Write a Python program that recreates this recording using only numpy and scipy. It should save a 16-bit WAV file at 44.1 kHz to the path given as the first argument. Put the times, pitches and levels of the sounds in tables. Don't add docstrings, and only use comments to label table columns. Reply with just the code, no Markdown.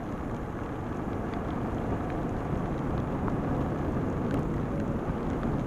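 import sys
import numpy as np
from scipy import signal
from scipy.io import wavfile

SR = 44100
rng = np.random.default_rng(int(sys.argv[2]) if len(sys.argv) > 2 else 0)


def master_out(mix):
    frames = np.transpose(np.atleast_2d(mix))
    ceiling = np.clip(frames, -1, 1)
    pcm = np.round(ceiling * 32767).astype(np.int16)
    wavfile.write(sys.argv[1], SR, pcm)


N = 249898

# time in seconds, firings per second.
ENGINE_SPEED = [(0, 23.8), (.55, 23.11), (1, 23.91), (1.5, 24.88), (2, 26), (2.5, 26.84), (3, 27.41),
                (3.5, 28.11), (3.9, 28.75), (4.4, 28.8), (4.5, 28.1), (4.72, 28.05), (5.12, 27.55),
                (5.67, 28.1)]


def from_db(db):
    return 10 ** (np.asarray(db) / 20)


def rms_one(x):
    return x / np.sqrt(np.mean(x ** 2) + 1e-20)


def in_time(rows):
    times, *columns = np.transpose(rows)
    return [np.interp(np.arange(N) / SR, times, column) for column in columns]


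def drift(rate):
    step = 40
    r = np.exp(-2 * np.pi * step * rate / SR)
    slow = signal.lfilter([1], [1, -2 * r, r * r], rng.standard_normal(N // step + 2002))[2000:]
    return np.interp(np.arange(N) / step, np.arange(len(slow)), rms_one(slow))


def resonate(x, hz, width_hz):
    r = np.exp(-np.pi * width_hz / SR)
    feedback = [1, -2 * r * np.cos(2 * np.pi * hz / SR), r * r]
    return signal.lfilter(np.array([1, 0, -1]) * (1 - r * r) / 2, feedback, x + 1e-18)


def body(x, modes):
    return sum((-1) ** k * from_db(db) * resonate(x, hz, width)
               for k, (hz, width, db) in enumerate(modes))


def band(x, low_hz, high_hz, order=2):
    sos = signal.butter(order, [low_hz, min(high_hz, .45 * SR)], "band", fs=SR, output="sos")
    return signal.sosfilt(sos, x + 1e-18)


def clicks(times, db):
    out = np.zeros(N)
    out[np.clip(np.round(np.asarray(times) * SR).astype(int), 0, N - 1)] = from_db(db)
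    return out


def banded_noise(spectrum, patchy_db, flicker_rate):
    hz, db = np.transpose(spectrum)
    edges = np.geomspace(hz[0], hz[-1], 22)
    white, out = rng.standard_normal((2, N + SR // 4)), 0
    for k, (low, high) in enumerate(zip(edges, edges[1:])):
        level_db = np.interp(np.log(low * high) / 2, np.log(hz), db)
        gain = from_db(level_db + patchy_db * drift(flicker_rate))
        out = out + gain * band(white[k % 2], low, high)[-N:]
    return rms_one(out)


def struck(hits, modes, uneven_db):
    tap = signal.unit_impulse(SR // 8)
    rings = [from_db(db) * band(resonate(tap, hz, width), hz * 0.67, hz * 1.46)
             for hz, width, db in modes]
    peak, out = np.abs(sum(rings)).max(), 0
    for ring in rings:
        share = from_db(uneven_db * rng.standard_normal(N).clip(-1.5, 1.5))
        out = out + signal.oaconvolve(hits * share, ring / peak)[:N]
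    return out


def rain_hiss(level_db=-69.5, swell_db=.5):
    # frequency in Hz, relative level in dB.
    spectrum = [(2500, -7), (4000, -41), (5200, -1), (6000, 4), (6600, 10), (7300, 2), (8200, -1),
                (11000, 2), (13500, -3.5), (15500, -7)]
    gain = from_db(level_db + swell_db * drift(4.2))
    return gain * banded_noise(spectrum, patchy_db=1.5, flicker_rate=20)


def tyre_spray(boost_db=2):
    # frequency in Hz, relative level in dB.
    spectrum = [(300, -3), (500, 1), (780, 0.5), (980, -4), (1200, -3), (1450, -6.5), (1700, -13),
                (1950, -15), (2700, -22), (3500, -32.5), (4800, -40.5), (9000, -43)]
    # time in seconds, level in dB before the boost.
    levels = [(0.05, -47), (0.59, -45.5), (1.13, -45), (1.52, -43), (3.26, -44.5), (3.5, -43),
              (4.84, -46.5), (5.09, -43), (5.23, -43), (5.6, -45)]
    spray_db, = in_time(levels)
    return from_db(spray_db + boost_db) * banded_noise(spectrum, patchy_db=1.07, flicker_rate=41)


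def patter(per_s, spread_db):
    landed = rng.random(N) < per_s / SR
    strength = from_db(spread_db * np.minimum(rng.exponential(1, N), 3.5))
    return landed * strength * rng.choice([-1, 1], N)


def rain_on_housing(medium_count=14, medium_db=-54, medium_spread_db=7, far_side_loss_db=47):
    # pitch in Hz, width in Hz, relative level in dB.
    wall = [(1124, 122, 1), (1286, 44, 0.5), (1644, 430, -5.5)]
    cover = [(2118, 410, 10.5), (2660, 290, 8), (3094, 195, 6), (3900, 89, 1.5), (4550, 200, -4)]
    opening = [(6170, 430, -2), (6550, 420, 2), (7000, 500, -12)]
    # time in seconds, strength in dB, place (0 wall, 0.5 cover, 1 opening).
    heavy_drops = [(.065, -40, 0.48), (.1165, -46, 1), (.1246, -37, 0.59), (.3461, -35.5, .55),
                   (0.3650, -35.5, 0.62), (.6356, -42, 0.85), (.7563, -38, 0.58), (.8655, -39, .4),
                   (.9465, -44, 1), (0.9710, -39, 0.84), (1.1317, -32, 0.36), (1.337, -38, 0.75),
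                   (1.4495, -39, 0.47), (1.483, -36, 0.37), (1.5599, -41, 0.46), (1.7465, -39, .78),
                   (1.7995, -46, 1), (1.9085, -46, 1), (2.0062, -31, 0.2), (2.1020, -28.5, .15),
                   (2.1765, -39, .48), (2.2145, -44, 1), (2.2933, -38, .98), (2.5745, -41, 0.95),
                   (2.6569, -34, 0.33), (2.7275, -38, .48), (2.7795, -41, 0.58), (2.7914, -32, 0.57),
                   (2.9072, -35, .45), (2.9793, -28, 0.23), (3.0014, -43, 0.66), (3.2999, -36, 0.55),
                   (3.5505, -34, .45), (3.614, -35, 0.54), (3.6245, -40, 0.52), (3.788, -38, 0.6),
                   (3.9225, -45, 1), (4.101, -41, 0.95), (4.1275, -39, .73), (4.1795, -44, 1),
                   (4.2425, -48, 0.93), (4.3098, -35, 0.6), (4.3425, -26.5, 0.34), (4.373, -42, .8),
                   (4.4245, -39, .5), (4.4317, -41, 0.9), (4.5185, -45, 1), (4.5412, -38, 0.67),
                   (4.5812, -42, 0.54), (4.7215, -45, 1), (4.8006, -33, 0.71), (4.8795, -42, .85),
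                   (5.23, -36, 0.5), (5.3018, -31, 0.74), (5.3111, -37, .62), (5.3328, -33, .45),
                   (5.4328, -44, 0.18), (5.4745, -41, .58), (5.5836, -36, 0.49), (5.595, -29.5, 0.48),
                   (5.603, -38, 0.72)]
    when, size, where = rng.random((medium_count, 3)).T
    medium_drops = np.column_stack([when * N / SR, medium_db + medium_spread_db * (2 * size - 1), where])
    times, drop_db, place = np.vstack([heavy_drops, medium_drops]).T
    fine, out = patter(per_s=490, spread_db=4.0), 0
    # modes, place, patter level in dB, gain for larger drops in dB.
    parts = [(wall, 0, -53, -0.5), (cover, 0.5, -63.5, -6.5), (opening, 1, -76, -5.5)]
    for modes, part_place, fine_db, part_db in parts:
        hit_db = drop_db + part_db - far_side_loss_db * (place - part_place) ** 2
        out = out + from_db(fine_db) * rms_one(struck(fine * rng.random(N), modes, uneven_db=4.0))
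        out = out + struck(clicks(times, hit_db), modes, uneven_db=3.0)
    return out


def splashes():
    # start in seconds, level in dB, pitch in Hz, width in Hz.
    notes = [(.5895, -43, 2024, 350), (.5895, -30, 1300, 400), (.635, -48, 2750, 80),
             (0.756, -59, 3080, 200), (.9705, -53, 6250, 260), (1.1317, -49, 4200, 350),
             (1.3362, -31.5, 1150, 150), (1.3368, -35, 1990, 150), (1.3368, -44, 2160, 130),
             (1.3364, -40.5, 3440, 100), (1.3368, -46, 4630, 130), (1.5055, -37, 3240, 420),
             (1.5057, -50, 2400, 200), (1.7832, -41.5, 3120, 280), (1.8405, -50, 3750, 350),
             (2.101, -43, 2450, 160), (2.101, -45, 3060, 150), (2.1015, -47, 3930, 190),
             (2.3665, -48.5, 3186, 200), (2.6415, -45, 2024, 220), (2.7795, -46, 2050, 200),
             (2.7804, -50, 2810, 180), (2.7795, -46, 3830, 170), (2.9789, -36.5, 3150, 560),
             (2.9793, -32.5, 1350, 350), (3.0014, -44, 3340, 160), (3.0014, -51, 6100, 300),
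             (3.2820, -19.5, 1040, 360), (3.9745, -35, 1260, 220), (4.3098, -30.5, 1510, 99.3),
             (4.3104, -38, 2880, 450), (4.3098, -43, 4300, 420), (4.3098, -48, 6850, 350),
             (4.3388, -21, 275, 20), (4.3400, -28, 606, 190), (4.3420, -38, 1800, 600),
             (4.3422, -42, 3300, 1000), (4.3465, -31, 1300, 270), (4.3715, -43, 2770, 140),
             (4.3865, -34, 1000, 130), (4.3865, -38, 1722, 200), (4.501, -55, 3660, 110),
             (4.5405, -39, 1950, 220), (4.5685, -51, 4134, 350), (4.5685, -51, 3488, 250),
             (4.5805, -46, 2196, 250), (4.5805, -36, 1679, 220), (4.5812, -56, 4150, 300),
             (4.7785, -40, 2150, 220), (4.8006, -34, 1580, 85), (4.8003, -46, 2680, 170),
             (4.8004, -52, 3950, 150), (5.0945, -27, 890, 240), (5.0945, -34, 1464, 300),
             (5.1035, -42, 1550, 300), (5.23, -49, 4250, 250), (5.4325, -25.5, 1230, 280),
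             (5.4329, -41, 2000, 250), (5.4329, -39.5, 3350, 520), (5.4327, -47, 4400, 450)]
    # time in seconds, strength in dB.
    droplets = [(3.0023, -52), (4.3098, -51), (4.3425, -28.5), (4.3933, -35.5), (4.4316, -53)]
    knocks = sum(struck(clicks([start], [db]), [(hz, width, 0)], uneven_db=0)
                 for start, db, hz, width in notes)
    ticks = band(clicks(*np.transpose(droplets)), 1487, 10000, order=1)
    return knocks + 2.3 * ticks


def wind_rise(cruise_firings_per_s=27.25, db_per_doubling=13):
    # peak time in seconds, length in seconds, rise in dB.
    gusts = [(0.118, 0.11, 1), (1.933, 0.076, 4.5), (2.65, 0.42, 1.5), (2.91, 0.36, 1.5), (3.31, 0.18, 2.5),
             (3.503, 0.31, 3), (3.9, 0.43, 1), (4.38, 0.081, 3), (5.498, 0.22, 3.5)]
    firing_hz, = in_time(ENGINE_SPEED)
    t = np.arange(N) / SR
    gusts_db = sum(db * np.cos(np.pi * np.clip((t - peak) / length, -.5, .5)) ** 2
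                   for peak, length, db in gusts)
    return db_per_doubling * np.log2(firing_hz / cruise_firings_per_s) + gusts_db


def headwind(cruise_db=-32.5, buffet_db=1.07):
    # frequency in Hz, relative level in dB.
    spectrum = [(15, -5), (28, -2.5), (60, -1.5), (105, -1.5), (150, -2), (215, -1.5), (300, -3),
                (400, -11.5), (520, -14), (650, -20), (1000, -19), (2000, -48), (5000, -66)]
    rise_db = wind_rise()
    buffeting = from_db(buffet_db * drift(13.3))
    rumble = rms_one(buffeting * banded_noise(spectrum, patchy_db=0.5, flicker_rate=8.0))
    rush = rms_one(band(rng.standard_normal(N), 291, 572))
    boom = rms_one(band(rng.standard_normal(N), 133, 159))
    rush_gain = from_db(-11.5 + 0.32 * rise_db)
    boom_gain = from_db(-10.5 + 1.3 * np.minimum(rise_db, 1.5))
    return from_db(cruise_db + rise_db) * (rumble + rush_gain * rush + boom_gain * boom)


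def engine_drone(waver_db=3.0):
    # peak time in seconds, length in seconds, level in dB.
    swells = [(1.83, 1.33, -39.5), (3.37, 0.73, -37), (2.05, 1.0, -46.5), (4.82, 0.39, -41.5),
              (3.67, 1, -48.5), (1.5, 0.32, -54), (2.18, .5, -50), (2.16, .6, -46.5), (3.47, 0.88, -50),
              (1.23, .5, -50.5), (.8, 0.5, -54)]
    multiples = [10, 10, 20, 20, 18, 26, 26, 28, 26, 34, 36]
    firing_hz, = in_time(ENGINE_SPEED)
    t = np.arange(N) / SR
    cycle, out = np.cumsum(firing_hz) / SR, 0
    for (peak, length, db), multiple in zip(swells, multiples):
        swell = np.cos(np.pi * np.clip((t - peak) / length, -.5, .5))
        gain = from_db(db + waver_db * drift(11.0))
        out = out + gain * swell * np.sin(2 * np.pi * (multiple * cycle + rng.random()))
    return out


def roadside_echoes(x, wander=0.028):
    # average delay in seconds, level in dB relative to the direct sound.
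    echoes = [(.0088, -7.5), (0.0158, -13.5), (0.0264, -12)]
    n, out = np.arange(N), x
    for delay, db in echoes:
        lag = delay * SR * (1 + wander * drift(0.44))
        out = out + from_db(db) * np.interp(n - lag, n, x, left=0)
    return out


def valves(cycle, knock_phase=.2, fade_cycles=0.18, rattle_share=0.62):
    # pitch in Hz, width in Hz, relative level in dB.
    casing_modes = [(839, 21, 2), (1144, 15, 0.5), (1230, 26, -4.5), (1362, 19, -15), (1553, 30, -11),
                    (1681, 22, -4)]
    head_modes = [(696, 23, 4), (751.6, 27, 3.5)]
    since_knock = (cycle - knock_phase) % 1
    knock = 1.0 * (np.diff(since_knock, prepend=0) < 0)
    rattle = np.exp(-since_knock / fade_cycles) * rng.standard_normal(N)
    clatter = rms_one(knock) + rattle_share * rms_one(rattle)
    casing = band(body(clatter, casing_modes), 660, 1780)
    head = band(body(clatter, head_modes), 650, 770)
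    return rms_one(casing), rms_one(head)


def exhaust(cycle, uneven_db=0.5, puff_share=0.44, fade_cycles=0.34):
    # pitch in Hz, width in Hz, relative level in dB.
    pipe_modes = [(92, 21.3, 4.5), (107, 23, 0), (159, 47, -8.5), (222, 36, -2), (261, 26.6, 1.5),
                  (286.2, 13.6, 2), (315.5, 36, -2.5), (356, 34, -4.5), (440, 47, -7.5), (495, 42, -7.5),
                  (683, 56, -14.5)]
    pulses = np.diff(np.floor(cycle), prepend=-1) * from_db(uneven_db * drift(4.3))
    puffs = np.exp(-(cycle % 1) / fade_cycles) * rng.standard_normal(N)
    pipe = body(rms_one(pulses) + puff_share * rms_one(puffs), pipe_modes)
    return rms_one(band(roadside_echoes(pipe), 75, 1000))


def engine():
    # time in seconds, then exhaust, casing and cylinder head levels in dB.
    load = [(0, -45, -53, -50), (.7, -40, -49.5, -57), (1.4, -38, -48.5, -46), (2, -36.5, -50, -48),
            (2.6, -41, -51.5, -49.5), (3.3, -45.5, -49.5, -52), (4.3, -35.5, -52, -57),
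            (4.7, -40.5, -63, -64), (5.67, -40.5, -54, -52)]
    exhaust_db, casing_db, head_db = in_time(load)
    firing_hz, = in_time(ENGINE_SPEED)
    cycle = np.cumsum(firing_hz) / SR - .1
    thumps = exhaust(cycle)
    casing, head = valves(cycle)
    return from_db(exhaust_db) * thumps + from_db(casing_db) * casing + from_db(head_db) * head


def scene():
    weather = rain_hiss() + tyre_spray() + rain_on_housing() + splashes() + headwind()
    return (weather + engine_drone() + engine())[None]


def record(dry):
    cutoff_hz = 15450
    return signal.sosfilt(signal.ellip(12, .1, 80, cutoff_hz, fs=SR, output="sos"), dry)


dry = scene()
out = record(dry)
master_out(out)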